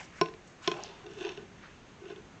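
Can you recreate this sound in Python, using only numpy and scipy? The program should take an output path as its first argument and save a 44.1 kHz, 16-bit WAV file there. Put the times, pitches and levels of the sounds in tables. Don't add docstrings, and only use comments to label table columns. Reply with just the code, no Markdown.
import sys
import numpy as np
from scipy import signal
from scipy.fft import rfft, irfft, next_fast_len
from scipy.io import wavfile
from scipy.ndimage import map_coordinates

SR = 44100
rng = np.random.default_rng(int(sys.argv[2]) if len(sys.argv) > 2 else 0)


def wrap_up_sound(samples):
    columns = np.atleast_2d(samples).T
    tamed = np.clip(columns, -1, 1)
    steps = np.round(tamed * 32767).astype(np.int16)
    wavfile.write(sys.argv[1], SR, steps)


def voltage_ratio(level):
    return 10 ** (np.asarray(level, float) / 20)


N = 105840

# freq_hz, density_db [dB per Hz]
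AIR_COLOUR = [(15, -19), (25, -9.5), (172, -3), (600, -14), (955, -14.5), (2300, -19), (5420, -30.5),
              (6270, -26), (8620, -37), (11200, -68.5), (19000, -120)]
# peak_s, rise_s, fall_s, peak_db, centre_hz
RUSTLES = [(0.002, 0.014, 0.049, -52, 800), (.006, 0.04, 0.06, -56, 6000), (0.011, 0.067, 0.044, -48, 2200),
           (.19, 0.072, 0.085, -60.5, 6000), (.2, 0.11, 0.024, -53, 1800), (.48, 0.046, 0.043, -65, 6800),
           (.635, 0.032, 0.14, -49.5, 1300), (.64, 0.035, 0.15, -56.5, 6000),
           (0.656, 0.046, .05, -50.5, 2800), (.77, 0.043, 0.07, -45.5, 700),
           (0.839, 0.079, 0.17, -61.5, 2315), (.85, 0.041, 0.062, -51.5, 3900), (.93, 0.12, 0.15, -57, 900),
           (1.23, 0.18, 0.15, -63.5, 6000), (1.25, .06, 0.093, -55.5, 3000),
           (1.271, 0.066, 0.054, -49.5, 850), (1.646, 0.051, 0.059, -53, 1500),
           (1.65, .04, 0.03, -60.5, 3400), (2.1, 0.072, 0.033, -61.5, 2160)]
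# pitch_hz, level_db, t60_s
BODY_MODES = [(163.2, -13.5, 0.18), (352.2, -0.5, 0.082), (409.1, 0, 0.07), (444.9, -13, 0.36),
              (677.5, -2.5, 0.054), (788, -16, 0.037), (1037.4, -3.5, 0.11), (1500, -13.5, 0.091),
              (1060, -19, 0.14)]
# pitch_hz, level_db, t60_s
WALL_MODES = [(1706, -11.5, 0.012), (2295, -4.5, 0.041), (2520, -4.5, 0.055), (2684, 1, 0.025),
              (2931, -4, 0.023), (3205, -4.5, 0.031), (3550, -6.5, 0.025), (4112, -9, 0.047),
              (4420, -15, .025), (4610, -12, 0.022), (5450, -4, 0.028), (6120, -12.5, 0.014),
              (6453, -14.5, .02)]
# start_s, peak_db, body_over_wall_db, upper_body_db, hardness_db [dB per octave]
KNOCKS = [(0.2117, -14.5, -2.5, 0.8, -3), (0.2586, -36.5, -4.5, 1, -5), (0.2846, -39.5, 0.5, -5.5, -5),
          (0.3379, -43, -5.5, -2, -6), (.675, -14.5, -6.5, -0.3, 1), (0.7144, -22, -5.5, -3, 0),
          (0.7398, -37.5, -3.5, -4, -6), (0.763, -44.5, -1, -3, -7), (0.7663, -40, 1.5, -1, -8),
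          (0.785, -41.5, -3, 3.5, -5), (0.8044, -43, -11, 3.5, -1.5)]
# freq_hz, density_db [dB per Hz]
CRACK_COLOUR = [(300, -18), (1200, -5.5), (2000, 0.5), (2800, 0.5), (4300, -2.5), (5000, -10.5),
                (5600, -6.5), (7000, -18.5), (9000, -37)]
# freq_hz, t60_s
ROOM_DECAY = [(200, 0.26), (1000, 0.32), (3000, 0.21), (5000, 0.24), (8000, 0.065)]
# time_s, pressure_db, scrape_db
DRAG = [(.74, -97, -68), (.8, -58, -54.5), (1.0, -57.5, -62.5), (1.03, -79.5, -64), (1.045, -46, -73),
        (1.12, -56, -59), (1.17, -47.5, -60), (1.212, -39.5, -49), (1.31, -43.5, -50.5),
        (1.348, -59.5, -58), (1.386, -44, -64), (1.43, -67, -66), (1.46, -65, -77), (1.52, -62, -86),
        (1.6, -79, -64)]
# time_s, pressure_db, scrape_db
NUDGE = [
    (1.97, -67, -76),
    (2.02, -56, -78),
    (2.08, -47, -58),
    (2.119, -46.5, -56),
    (2.148, -70, -70),
    (2.179, -47, -66),
    (2.23, -95, -79),
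]
# start_s, wall_db, body_db
CATCHES = [(1.04, -53.5, -39), (1.064, -44.5, -40), (1.098, -59, -38), (1.114, -51, -39.5),
           (1.187, -47, -33.5), (1.209, -40, -28), (1.226, -42, -35), (1.249, -36.5, -28.5),
           (1.267, -38.5, -39), (1.276, -51, -47), (1.291, -37, -36), (1.318, -44, -53),
           (1.374, -43.5, -33.5), (1.42, -67, -39), (2.017, -70, -40), (2.034, -58, -42.5),
           (2.055, -53.5, -39), (2.1, -51, -33.5), (2.119, -65, -34), (2.16, -48.5, -39)]
PRESSED_DB = [-7, -0.5, 1.5, -9, -10.5, 0.5, -20.5, -1, -5.5]
SCRAPED_DB = [11, -13.5, -5.5, -1.5, 2, -3, 1.5, -6, -2.5, -3.5, -9.5, 1, -1]


def unit(x):
    return x / np.sqrt(np.mean(x ** 2) + 1e-20)


def along(points, hz):
    f, value = np.transpose(points)
    return np.interp(np.log(hz + 1), np.log(f + 1), value)


def wobble(rate_hz):
    knots = rng.standard_normal(int(N * rate_hz / SR) + 4)
    return map_coordinates(knots, [np.arange(N) * rate_hz / SR])


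def filtered(x, response):
    size = next_fast_len(x.shape[-1] + 8192)
    spectrum = rfft(x, size) * response(np.fft.rfftfreq(size, 1 / SR))
    return irfft(spectrum, size)[..., :x.shape[-1]]


def noise(response, size=N):
    return unit(filtered(rng.standard_normal(size), response))


def air():
    bass = noise(lambda f: voltage_ratio(along(AIR_COLOUR, f)) * (f < 300))
    hiss = noise(lambda f: voltage_ratio(along(AIR_COLOUR, f)) * (f >= 300))
    bass = voltage_ratio(1.15 * wobble(12.5)) * bass
    hiss = voltage_ratio(0.2 * wobble(20)) * hiss
    return voltage_ratio(-55) * (voltage_ratio(-2.5) * bass + voltage_ratio(-2.0) * hiss)


def rustle():
    grain_db, width_octaves = 2.5, 0.48
    t = np.arange(N) / SR
    out = np.zeros(N)
    for peak_s, rise_s, fall_s, peak_db, centre_hz in RUSTLES:
        rise = np.clip(1 + (t - peak_s) / rise_s, 0, 1)
        fall = np.exp(-np.maximum(t - peak_s, 0) / fall_s)

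        def hump(f):
            octaves = np.log2(f / centre_hz + 1e-9)
            return np.exp(-(octaves / width_octaves) ** 2 / 2) / np.sqrt(f + 100)

        out += voltage_ratio(peak_db + grain_db * wobble(150)) * rise * fall * noise(hump)
    return out


def ring(modes, change_db, t60_scale=1):
    t = np.arange(SR // 3) / SR
    out = np.zeros(len(t))
    for k, ((pitch_hz, level_db, t60_s), change) in enumerate(zip(modes, change_db)):
        decay = voltage_ratio(level_db + change - 60 * t / (t60_s * t60_scale))
        out += (-1) ** k * decay * np.sin(2 * np.pi * pitch_hz * t)
    return out


def knocks():
    wall_gain_db, body_gain_db, crack_gain_db = -12.5, -0.5, -6
    crack_t60_s, chatter_t60_s = 0.018, 0.041
    contact_s, body_rise_s = 0.0007, 0.0013
    t = np.arange(SR // 3) / SR
    out = np.zeros(N + SR)
    is_upper = np.transpose(BODY_MODES)[0] > 600
    wall_octaves = np.log2(np.transpose(WALL_MODES)[0] / 2700).clip(0)
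    for start_s, peak_db, body_db, upper_db, hardness_db in KNOCKS:
        chatter = 0.035 * voltage_ratio(-60 * t[:2000] / chatter_t60_s) * rng.standard_normal(2000)
        chatter[0] += 1
        scatter_db = 3.8 * rng.standard_normal(len(WALL_MODES))
        wall = ring(WALL_MODES, hardness_db * wall_octaves + scatter_db)
        wall = signal.fftconvolve(wall, chatter / np.linalg.norm(chatter))[:len(t)]

        def crack_colour(f):
            return voltage_ratio(along(CRACK_COLOUR, f) + hardness_db * np.log2(np.maximum(f / 2700, 1)))

        crack = voltage_ratio(crack_gain_db - 60 * t / crack_t60_s) * noise(crack_colour, len(t))
        body = ring(BODY_MODES, upper_db * is_upper + rng.standard_normal(len(BODY_MODES)))
        body *= voltage_ratio(body_gain_db + body_db) * (1 - np.exp(-t / body_rise_s))
        first = round((start_s + contact_s) * SR)
        out[first:first + len(t)] += voltage_ratio(peak_db) * (voltage_ratio(wall_gain_db) * wall + crack + body)
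    return out[:N]


def room(x):
    hz, t, z = signal.stft(rng.standard_normal(SR // 2), SR, nperseg=256)
    decay = voltage_ratio(-60 * t / along(ROOM_DECAY, hz)[:, None])
    tail = signal.istft(z * decay, SR, nperseg=256)[1]
    delayed = np.pad(x, (300, 0))
    return signal.fftconvolve(delayed, tail / np.linalg.norm(tail))[:N]


def drag():
    slips_per_s, slip_spread_db = 2300, 3.5
    catch_detune, catch_scatter_db, catch_rise_s = 0.03, 2.5, 0.006
    time_s, *levels = np.transpose(DRAG + NUDGE)
    body = ring(BODY_MODES, PRESSED_DB, t60_scale=0.96)
    wall = ring(WALL_MODES, SCRAPED_DB, t60_scale=0.69)

    happens = rng.random((2, N)) < slips_per_s / SR
    strength = voltage_ratio(slip_spread_db * rng.standard_normal((2, N)))
    slips = unit(happens * strength * rng.choice([-1, 1], (2, N)))
    out = np.zeros(N + SR)
    for slip, level, answer in zip(slips, levels, (body, wall)):
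        force = slip * voltage_ratio(np.interp(np.arange(N) / SR, time_s, level, left=-120))
        out[:N] += signal.fftconvolve(force, answer / np.linalg.norm(answer))[:N]

    thud = body * (1 - np.exp(-np.arange(len(body)) / SR / catch_rise_s))
    for start_s, wall_db, body_db in CATCHES:
        shifted = np.array(WALL_MODES)
        shifted[:, 0] *= 1 + catch_detune * rng.standard_normal(len(shifted))
        tick = ring(shifted, SCRAPED_DB + catch_scatter_db * rng.standard_normal(len(shifted)))
        first = round(start_s * SR)
        out[first:first + len(tick)] += voltage_ratio(wall_db) * tick + voltage_ratio(body_db) * thud
    return out[:N]


def snap():
    start_s, level_db, pitch_hz, t60_s, rise_s = 0.8364, -32, 5930, 0.0074, 0.00029
    t = np.maximum(np.arange(N) / SR - start_s, 0)
    envelope = voltage_ratio(level_db - 60 * t / t60_s) * (1 - np.exp(-t / rise_s))
    return envelope * np.sin(2 * np.pi * pitch_hz * t) * (1 + 1.2 * wobble(3135))


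def scene():
    part = knocks() + drag() + snap()
    return (part + voltage_ratio(-17.5) * room(part) + rustle() + air())[None]


def roll_off(x):
    return signal.sosfilt(signal.butter(12, 8770, fs=SR, output="sos"), x)


def record(dry):
    top_hz, hiss_db = 8080, -81
    limited = filtered(dry, lambda f: 1 / (1 + (f / top_hz) ** 30))
    mix = limited + voltage_ratio(hiss_db) * rng.standard_normal(dry.shape)
    return roll_off(mix)


dry = scene()
out = record(dry)
wrap_up_sound(out)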